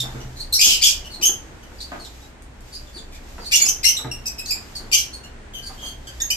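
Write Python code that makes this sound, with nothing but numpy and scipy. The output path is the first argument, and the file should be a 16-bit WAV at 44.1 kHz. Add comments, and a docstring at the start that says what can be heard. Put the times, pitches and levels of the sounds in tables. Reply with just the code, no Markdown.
"""Small parrots in a roofed aviary

Parrots squawk, chirp and sound a few soft level tones, some loud and some faint, around a hand-held phone.
Each note is a gliding or level, rough stack of partials (sine waves), with a short echo from hard walls.
Noisy knocks shake a wooden perch, a hollow panel booms, a beak ticks and feathers and husks rustle.
Under it all lie a low outdoor rumble made of shaped noise and a wavering hum made of narrow noise bands."""
import sys
import numpy as np
from scipy import signal
from scipy.fft import rfft, irfft
from scipy.io import wavfile
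from scipy.ndimage import uniform_filter1d, minimum_filter1d

SR = 44100
rng = np.random.default_rng(int(sys.argv[2]) if len(sys.argv) > 2 else 0)


def log_audio(samples):
    """Write samples as a 16-bit WAV file to the path given in sys.argv[1]."""
    # one column per channel
    frames = np.atleast_2d(samples).T
    # limit to full scale, then quantise
    limited = np.clip(frames, -1, 1)
    pcm = np.round(limited * 32767).astype(np.int16)
    wavfile.write(sys.argv[1], SR, pcm)


N = 280693  # length of the scene in samples
TOP_HZ = 14200  # the phone passes nothing much above this

# what beak, air and microphone do to a partial: (frequency [Hz], level [dB])
VOICE_COLOUR = [(800, -4.5), (2000, -1), (2900, -1), (3800, -1), (4800, -0.5), (6200, -1.5), (7300, 0),
                (8500, -9), (10200, -14.5), (11800, -6.5), (13300, -8.5), (14200, -20.5)]


def birds():
    """Squawks, chirps and level tones: each note has its own voice and is heard from its own place."""
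    # squawks, loud to very faint, mostly rich in partials: (time [s], length [s], first pitch [Hz],
    # pitch it settles to [Hz], level [dB], brightness [dB], roughness [0-1], left minus right [dB])
    squawk_notes = [ (0.000, 0.0179, 4400, 3200, -19, -9, .55, -1),
                    (0.524, .012, 4050, 4040, -19, 0, 0.16, 2),
                    (0.529, 0.018, 3750, 4400, -12, -0.5, 0.49, -.5),
                    (0.588, 0.051, 2338, 2486, -23.5, 6.5, 0.47, 3),
                    (0.607, 0.018, 2925, 2980, -16, 1, 0.69, 0), (0.630, .051, 3193, 3106, -23, 7, 0.74, 0),
                    (0.646, .14, 2496, 2590, -30.5, 7, 0.66, -1),
                    (0.811, 0.028, 2302, 2436, -31, 12.5, 0.79, 3.5),
                    (0.828, 0.035, 3124, 3268, -13.5, -2.5, 0.59, 1.5),
                    (0.853, 0.04, 2565, 2672, -29.5, 12.5, 0.81, -1),
                    (1.044, 0.045, 3030, 2896, -40.5, -8, 0.46, 1),
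                    (1.212, 0.025, 2650, 2243, -32, 3.5, .65, 4.5),
                    (1.224, 0.028, 2960, 3080, -18, 2.5, 0.33, 2),
                    (1.227, 0.033, 2616, 2680, -30, 10.5, 0.48, -1),
                    (1.250, 0.041, 3365, 3122, -26, 12.5, 0.41, -2.5),
                    (1.625, .027, 3200, 2940, -53, -1.5, .55, -2),
                    (2.212, 0.033, 1895, 1940, -63, 9, .05, -3),
                    (3.113, .073, 2450, 2305, -56, -3, 0.78, -1),
                    (3.511, 0.0304, 2810, 2134, -25.5, -0.5, 0.65, 2.5),
                    (3.525, 0.031, 2800, 2830, -16, 3, 0.54, 0.5),
                    (3.551, 0.028, 3367, 3067, -26, 10.5, 0.76, -3),
                    (3.596, 0.04, 2290, 2230, -28.5, 5.5, 0.53, -2),
                    (3.616, 0.019, 3440, 3330, -33, 24.5, 0.46, -4),
                    (3.653, 0.026, 2635, 2653, -27, 10.5, 0.47, 1),
                    (3.677, .025, 3220, 2914, -31, 16.5, .55, -2),
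                    (3.830, 0.013, 2620, 2550, -27, 6.5, 0.66, 5.5),
                    (3.840, 0.021, 2105, 2138, -23.5, 4, .5, -0.5),
                    (3.847, 0.026, 2717, 2896, -17, 8.5, 0.48, 6),
                    (3.874, 0.036, 2937, 2940, -27.5, 13, 0.38, -6.5),
                    (3.967, 0.0066, 3000, 4110, -17, -7, 0.18, 0),
                    (3.972, 0.013, 4070, 3830, -22.5, -2.5, 0.06, -2.5),
                    (4.113, .011, 2850, 2680, -28, 3, 0.2, -1),
                    (4.255, 0.027, 2715, 2502, -34.5, 9.5, 0.43, -0.5),
                    (4.381, 0.027, 2627, 2557, -36.5, 5.5, 0.47, -.5),
                    (4.505, .025, 2552, 2370, -30.5, 8.5, 0.33, -2.5),
                    (4.915, 0.016, 2630, 2500, -28.5, 1, 0.6, 6),
                    (4.921, 0.027, 2284, 2337, -24.5, 5, 0.39, 0),
                    (4.929, 0.026, 2847, 2840, -18, 3, 0.46, 4),
                    (4.945, 0.017, 2696, 3340, -23, 6, 0.73, -2),
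                    (4.970, 0.04, 2886, 2960, -34, 13.5, 0.81, -3),
                    (5.233, .027, 1410, 1420, -52.5, 8, 0.36, .5),
                    (5.535, 0.085, 3168, 2980, -37, -8.5, 0.34, 1.5),
                    (5.776, 0.068, 3240, 3160, -45, -10, 0.47, -1),
                    (5.812, .12, 3140, 3202, -36.5, -5.5, 0.3, -1),
                    (6.069, 0.028, 1635, 1542, -46, 5.5, 0.45, -.5),
                    (6.200, 0.019, 1840, 1753, -35.5, 4.5, 0.38, 0.5),
                    (6.301, 0.0086, 2510, 2533, -22.5, 6, .25, -2),
                    (6.304, 0.018, 2850, 3080, -19, -1, .1, -1.5), ]
    # chirps, thin and nearly whistled: same columns as the squawks
    chirp_notes = [ (0.197, .04, 2900, 3000, -51, 3.5, 0.6, -2),
                   (0.352, .062, 4080, 4390, -45, -4, 0.61, -1),
                   (0.394, 0.035, 3906, 4620, -30, -2.5, 0.3, -1),
                   (0.541, 0.027, 6020, 5170, -18, -1, 0.4, 0),
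                   (0.662, .12, 3037, 3040, -21.5, -6.5, 0.61, -0.5),
                   (0.861, .071, 3030, 3130, -32.5, 3.5, 0.83, -6),
                   (1.103, .038, 4450, 4280, -41, -1.5, 0.37, 0),
                   (1.130, 0.035, 4070, 4260, -34.5, -7, .3, -4),
                   (1.779, .028, 4600, 4680, -48, -10, 0.4, 5),
                   (1.802, 0.038, 4180, 4760, -31.5, -3.5, 0.3, -1),
                   (1.803, 0.02, 4230, 4030, -38, -7, 0.49, -2),
                   (1.998, 0.05, 4420, 4340, -43, -3, 0.37, 1),
                   (2.040, 0.038, 4400, 3490, -43.5, -6.5, 0.58, -3),
                   (2.721, .027, 4480, 4650, -39, 1, 0.3, 2), (2.738, 0.023, 4510, 4250, -37, -6, 0.57, -2),
                   (2.744, .027, 4520, 4970, -33, -2.5, 0.2, -4),
                   (2.870, 0.038, 3557, 3460, -51.5, -7, 0.35, -1),
                   (2.930, 0.077, 4560, 4600, -42, 1, 0.26, 1),
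                   (2.962, 0.044, 4800, 3135, -40.5, -4, 0.23, -2),
                   (3.388, 0.087, 4570, 4730, -45, -7, 0.4, -0.5),
                   (3.445, .023, 4220, 3770, -41.5, -14, 0.5, -7),
                   (3.450, 0.045, 4290, 4520, -31.5, -2, .3, -1),
                   (4.264, 0.0098, 5750, 5910, -21, -4.5, 0.1, -1),
                   (4.455, 0.017, 4220, 4480, -35, -6, 0.66, 0),
                   (4.474, 0.044, 4595, 4690, -32, -3, 0.45, 4),
                   (4.752, .03, 5200, 4060, -32, -1, 0.43, -1), (5.126, .042, 4100, 4490, -37, 3, 0.43, .5),
                   (5.621, 0.04, 4440, 4690, -38.5, 0, .45, 1),
                   (5.660, .022, 4305, 4590, -30.5, 0, 0.46, -1),
                   (5.841, 0.062, 4410, 4490, -42, 5, 0.42, 0),
                   (6.218, .011, 6620, 6450, -16, -7, .02, -4.5), ]
    # soft level tones: two low hoots, and two half-pitch undertones of the squawks near 5.6 and 5.8 s:
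    # (time [s], length [s], pitch [Hz], level [dB])
    tone_notes = [(2.203, 0.082, 830, -42), (2.756, 0.14, 596, -55.5), (5.567, 0.17, 1595, -53),
                  (5.780, .074, 1598, -51)]
    # each voice: (swell [s], extra swell of a rising note [share of its length],
    # upper partials at brightness 0 [dB], upper partials per dB of brightness [dB], added to the rasp [dB])
    squawk_voice = (.0025, 0.11, -2, 0.73, 0.8)
    chirp_voice = (0, 0.28, -19, .4, 2.5)
    tone_voice = (0.1, .1, -18, 2, -5)
    tone_bright_db, tone_rough = -7, 0.1

    out = np.zeros((2, N))
    for notes, voice in ((squawk_notes, squawk_voice), (chirp_notes, chirp_voice)):
        for start, length, first_hz, last_hz, db, bright_db, rough, pan_db in notes:
            sung = call(length, first_hz, last_hz, bright_db, rough, voice)
            add(out, start, undb(db) * heard(sung, pan_db))
    for start, length, hz, db in tone_notes:
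        sung = call(length, hz, hz, tone_bright_db, tone_rough, tone_voice)
        add(out, start, undb(db) * heard(sung))
    return out


def call(length, first_hz, last_hz, bright_db, rough, voice):
    """One note: rising ones swell in longer; brightness sets the partials, roughness the rest."""
    # a rougher voice has more of all three: (when clear, when fully rough)
    half_order_ends = (-32.5, 6.5)  # lines between the partials [dB]
    rasp_ends = (-25, 4.5)  # rasping air [dB]
    shake_ends = (.02, .8)  # shakiness [0-1]

    swell, rising_share, upper_db, upper_slope, air_db = voice
    if last_hz > first_hz:
        swell = swell + rising_share * length
    half_db = np.interp(rough, (0, 1), half_order_ends)
    rasp_db = np.interp(rough, (0, 1), rasp_ends) + air_db
    shaky = np.interp(rough, (0, 1), shake_ends)
    upper_db = upper_db + upper_slope * bright_db
    return note(length, swell, first_hz, last_hz, bright_db, upper_db, half_db, rasp_db, shaky)


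def note(length, swell, first_hz, last_hz, second_db, upper_db, half_db, rasp_db, shaky):
    """The syrinx (a bird's voice box): a settling glide, shaky pitch, fluttering strength, rasping air."""
    size = int(SR / 8)
    t = np.arange(size) / SR
    hz = last_hz + (first_hz - last_hz) * np.exp(-2.5 * t / length)
    hz = hz * (1 + 0.1 * shaky * walk(897, size=size))
    phase = 2 * np.pi * np.cumsum(hz) / SR

    fade_in = np.clip(t / max(swell, 1 / SR), 0, 1)
    fade_out = np.clip((1 - t / length) / 0.46, 0, 1)
    flutter = undb(12.7 * shaky * np.tanh(walk(414, size=size)))

    voice = undb(rasp_db) * airy(size, 0.83 * min(first_hz, last_hz))
    for k in np.arange(0.5, 10, 0.5):
        # strong and weak cycles in turn put extra lines halfway between the partials
        if k % 1 == 0:
            db = (0, second_db, upper_db)[min(int(k), 3) - 1]
        else:
            db = half_db
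        db = db - 0.51 * max(k - 3, 0)  # higher partials get weaker
        db = db - 27.4 * (k < 1)  # very little below the pitch itself
        db = db + on_log(VOICE_COLOUR, k * hz)
        passed = k * last_hz < TOP_HZ
        voice = voice + np.sqrt(2) * passed * undb(db) * np.sin(k * phase + k * k)
    return voice * fade_in * fade_out * flutter


def knocks():
    """Dull knocks and flaps on perches and wire: noisy bumps that also make the wood ring."""
    # (time [s], level [dB], time for the scuff to fade to about a third [s], wooden body [dB])
    knock_list = [(0.03, -37, 0.056, 3), (0.147, -38.5, 0.059, 4.5), (0.663, -34.5, 0.014, 5.5),
                  (1.194, -45.5, .071, 4.5), (1.292, -38.5, .017, 5.5), (1.52, -49.5, 0.013, 2),
                  (1.717, -44.5, .011, 4.5), (1.918, -34.5, .04, -2), (2.959, -47, .015, 8),
                  (3.381, -34, 0.018, 1), (3.605, -40, 0.086, 1), (3.987, -39.5, .022, -4),
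                  (4.044, -35, 0.02, 5.5), (4.555, -43.5, 0.027, 3.5), (4.798, -43.5, 0.051, 4),
                  (5.698, -44, 0.037, -7), (5.827, -43, .038, -1.5)]
    # what the wooden perch rings with: (frequency [Hz], relative level [dB], time to fade by 60 dB [s])
    perch_modes = [(248, 2, 0.036), (346.6, 5.5, 0.04), (448, -2, 0.091), (927, 4, 0.015)]
    scuff_lo_hz, scuff_hi_hz, scuff_db = 430, 1500, 14

    out = np.zeros((2, N))
    t = np.arange(SR // 2) / SR
    perch = sum(undb(db - 60 * t / t60) * np.sin(2 * np.pi * hz * t) for hz, db, t60 in perch_modes)
    perch = perch / np.sqrt(np.sum(perch ** 2))
    for start, db, length, body_db in knock_list:
        # a short hard start on top of a longer fade
        fade = np.exp(-t / max(length, 0.002)) + 0.66 * np.exp(-t / 0.0019)
        unsteady = undb(1.8 * walk(68, size=len(t)))
        bump = rng.standard_normal(len(t)) * fade * unsteady
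        body = band(signal.fftconvolve(bump, perch)[:len(t)], 207, 1560)
        scuff = band(bump, scuff_lo_hz, scuff_hi_hz)
        add(out, start, undb(db) * heard(undb(scuff_db) * scuff + undb(body_db) * body))
    return out


def booms():
    """A hollow panel booms: one low tone that builds quickly and dies away, the same at both ports."""
    # (time [s], level [dB])
    boom_list = [(0.0, -27.5), (0.148, -27.5), (0.249, -30.5), (4.046, -27.5)]
    panel_hz, panel_t60_s = 125.7, 0.5

    out = np.zeros((2, N))
    t = np.arange(SR // 2) / SR
    ring = np.sin(2 * np.pi * panel_hz * t) * undb(-60 * t / panel_t60_s)
    ring = ring * (1 - np.exp(-t / 0.0034))
    for start, db in boom_list:
        add(out, start, undb(db) * np.array([ring, ring]))
    return out


def ticks():
    """Beak ticks: single bright clicks made of a very short burst of noise."""
    # (time [s], level [dB])
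    tick_list = [(2.4227, -33), (2.607, -32)]

    out = np.zeros((2, N))
    t = np.arange(400) / SR
    for start, db in tick_list:
        burst = rng.standard_normal(400) * np.exp(-t / 0.00071)
        add(out, start, undb(db) * heard(band(burst, 4500, 11400)))
    return out


def rustle():
    """Feathers and husks rustle: a soft bright stir of noise, unrelated at the two ports."""
    # (time [s], level [dB])
    rustle_level = [(0, -45), (.4, -53), (1.0, -58), (1.4, -55), (1.64, -59.5), (1.8, -51), (2.25, -51),
                    (2.36, -66), (2.6, -63), (2.68, -50.5), (2.9, -52), (3.15, -62), (3.3, -49), (4.1, -57),
                    (4.7, -49), (5.3, -66), (5.55, -67), (5.74, -49), (6.0, -57.5), (6.36, -42)]

    db = np.interp(np.arange(N) / SR, *np.transpose(rustle_level))
    return np.array([airy(N, 1700), airy(N, 1700)]) * undb(db + 0.55 * walk(27))


def rumble():
    """Outdoor rumble: octave bands of noise that swell together and flicker alone."""
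    # colour of the rumble: (frequency [Hz], relative level [dB])
    rumble_colour = [(35, -9.5), (60, -0.5), (82, -4.5), (171, -12), (239, -9.5), (372, -13), (542, -16.5),
                     (825, -17.5), (1250, -22.5), (1650, -21), (5110, -36), (7610, -36.5), (9000, -38),
                     (11700, -69), (19800, -120)]
    rumble_db = -43.5

    swell = walk(0.98)
    f = np.fft.rfftfreq(N, 1 / SR)
    spectrum = rfft(ports(*rng.standard_normal((2, N)))) * undb(on_log(rumble_colour, f))
    out = 0
    for hz in 25 * 2. ** np.arange(10):
        octaves_away = np.log2(np.maximum(f, 1) / hz)
        octave = np.cos(np.pi / 2 * np.clip(octaves_away, -1, 1)) ** 2
        flicker = 0.44 * walk(5.2)
        out = out + irfft(spectrum * octave, N) * undb(0.9 * swell + flicker)
    return unit(out) * undb(rumble_db)


def hum():
    """A low hum: narrow bands of noise that waver in level, the same at both ports."""
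    # (centre [Hz], width [Hz], level before the wavering [dB])
    hum_bands = [(27.5, 8.8, -43), (59.35, 11.6, -45.5), (123.5, 17, -55)]
    # how the hum wavers: (time [s], level change [dB])
    hum_waver = [(0, 4), (.8, 1), (1.5, -3.5), (2.3, -4), (3.0, 0), (4.0, -0.5), (5.0, -1.5), (6.36, 1.5)]

    tone = 0
    for hz, width, db in hum_bands:
        tone = tone + undb(db) * unit(band(rng.standard_normal(N), hz - width / 2, hz + width / 2))
    return tone * undb(np.interp(np.arange(N) / SR, *np.transpose(hum_waver)))


def heard(x, pan_db=0.):
    """A sound from its own place: the direct wave, then a diffuse tail unlike at the two ports."""
    t60_low_s, t60_high_s, split_hz = 0.33, 0.2, 2000  # time to fade by 60 dB, below and above the split
    direct_db, build_s = -2, 0.0034  # direct wave against the tail; how fast the tail builds

    t = np.arange(SR // 2) / SR
    hiss = ports(*rng.standard_normal((2, len(t))))
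    low = signal.sosfilt(signal.butter(1, split_hz, fs=SR, output="sos"), hiss)
    high = hiss - low
    tail = low * undb(-60 * t / t60_low_s) + high * undb(-60 * t / t60_high_s)
    tail *= 1 - np.exp(-t / build_s)
    tail /= np.sqrt(np.mean(np.sum(tail ** 2, axis=1)))
    # the direct wave has its own small random delay at each port
    tail[[0, 1], rng.integers(0, 20, size=2)] += undb(direct_db)
    pan = undb(np.array([[pan_db], [-pan_db]]) / 2)
    return signal.fftconvolve(x[None], tail, axes=1) * pan


def ports(mid, side):
    """Two ports a hand apart: diffuse sound is alike in the bass and unrelated in the treble."""
    size = mid.shape[-1]
    ratio = (np.fft.rfftfreq(size, 1 / SR) / 600) ** 1.5  # the ports part ways around 600 Hz
    side = irfft(rfft(side) * np.tanh(np.sqrt(ratio)), size)
    return np.array([mid + side, mid - side]) / np.sqrt(2)


def airy(size, low_hz):
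    """Noise with the colour of the voices, falling away steeply under low_hz."""
    f = np.fft.rfftfreq(size, 1 / SR)
    spectrum = rfft(rng.standard_normal(size)) * undb(on_log(VOICE_COLOUR, f))
    return unit(irfft(spectrum / (1 + (low_hz / (f + 1)) ** 12), size))


def walk(rate, size=N):
    """Smooth random wander of spread 1: noise averaged twice over 1 / rate seconds."""
    k = max(int(SR / rate), 2)
    smooth = uniform_filter1d(uniform_filter1d(rng.standard_normal(size + 2 * k), k), k)
    return unit(smooth[k:k + size])


def band(x, lo_hz, hi_hz):
    """Keep only the sound between two frequencies."""
    sos = signal.butter(2, [lo_hz, min(hi_hz, 0.45 * SR)], "bandpass", fs=SR, output="sos")
    return signal.sosfilt(sos, x)


def on_log(table, hz):
    """Read a (frequency [Hz], level [dB]) table on a log-frequency axis."""
    f, v = np.transpose(table)
    return np.interp(np.log(np.maximum(hz, 1)), np.log(f), v)


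def undb(db):
    """Turn decibels into a plain amplitude factor."""
    return 10 ** (np.asarray(db) / 20)


def unit(x):
    """Scale a sound to an average strength (RMS) of 1."""
    return x / np.sqrt(np.mean(x ** 2))


def add(out, start, x):
    """Mix a two-port sound into out from its start [s], cut at the end of the scene."""
    i = int(start * SR)
    out[:, i:i + x.shape[1]] += x[:, :N - i]


def scene():
    """Birds in front, then the cage noises, the rustle, the rumble and the hum."""
    cage = knocks() + booms() + ticks()
    return birds() + cage + rustle() + rumble() + hum()


def record(dry):
    """The phone: a quick limiter turns down the loudest peaks, then a steep filter cuts the top."""
    limit = 0.97  # of full scale
    room = np.minimum(limit / (np.max(np.abs(dry), axis=0) + 1e-9), 1)
    gain = uniform_filter1d(minimum_filter1d(room, size=129), size=65)
    return signal.sosfilt(signal.ellip(10, 0.2, 90, TOP_HZ, fs=SR, output="sos"), gain * dry)


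dry = scene()
out = record(dry)
log_audio(out)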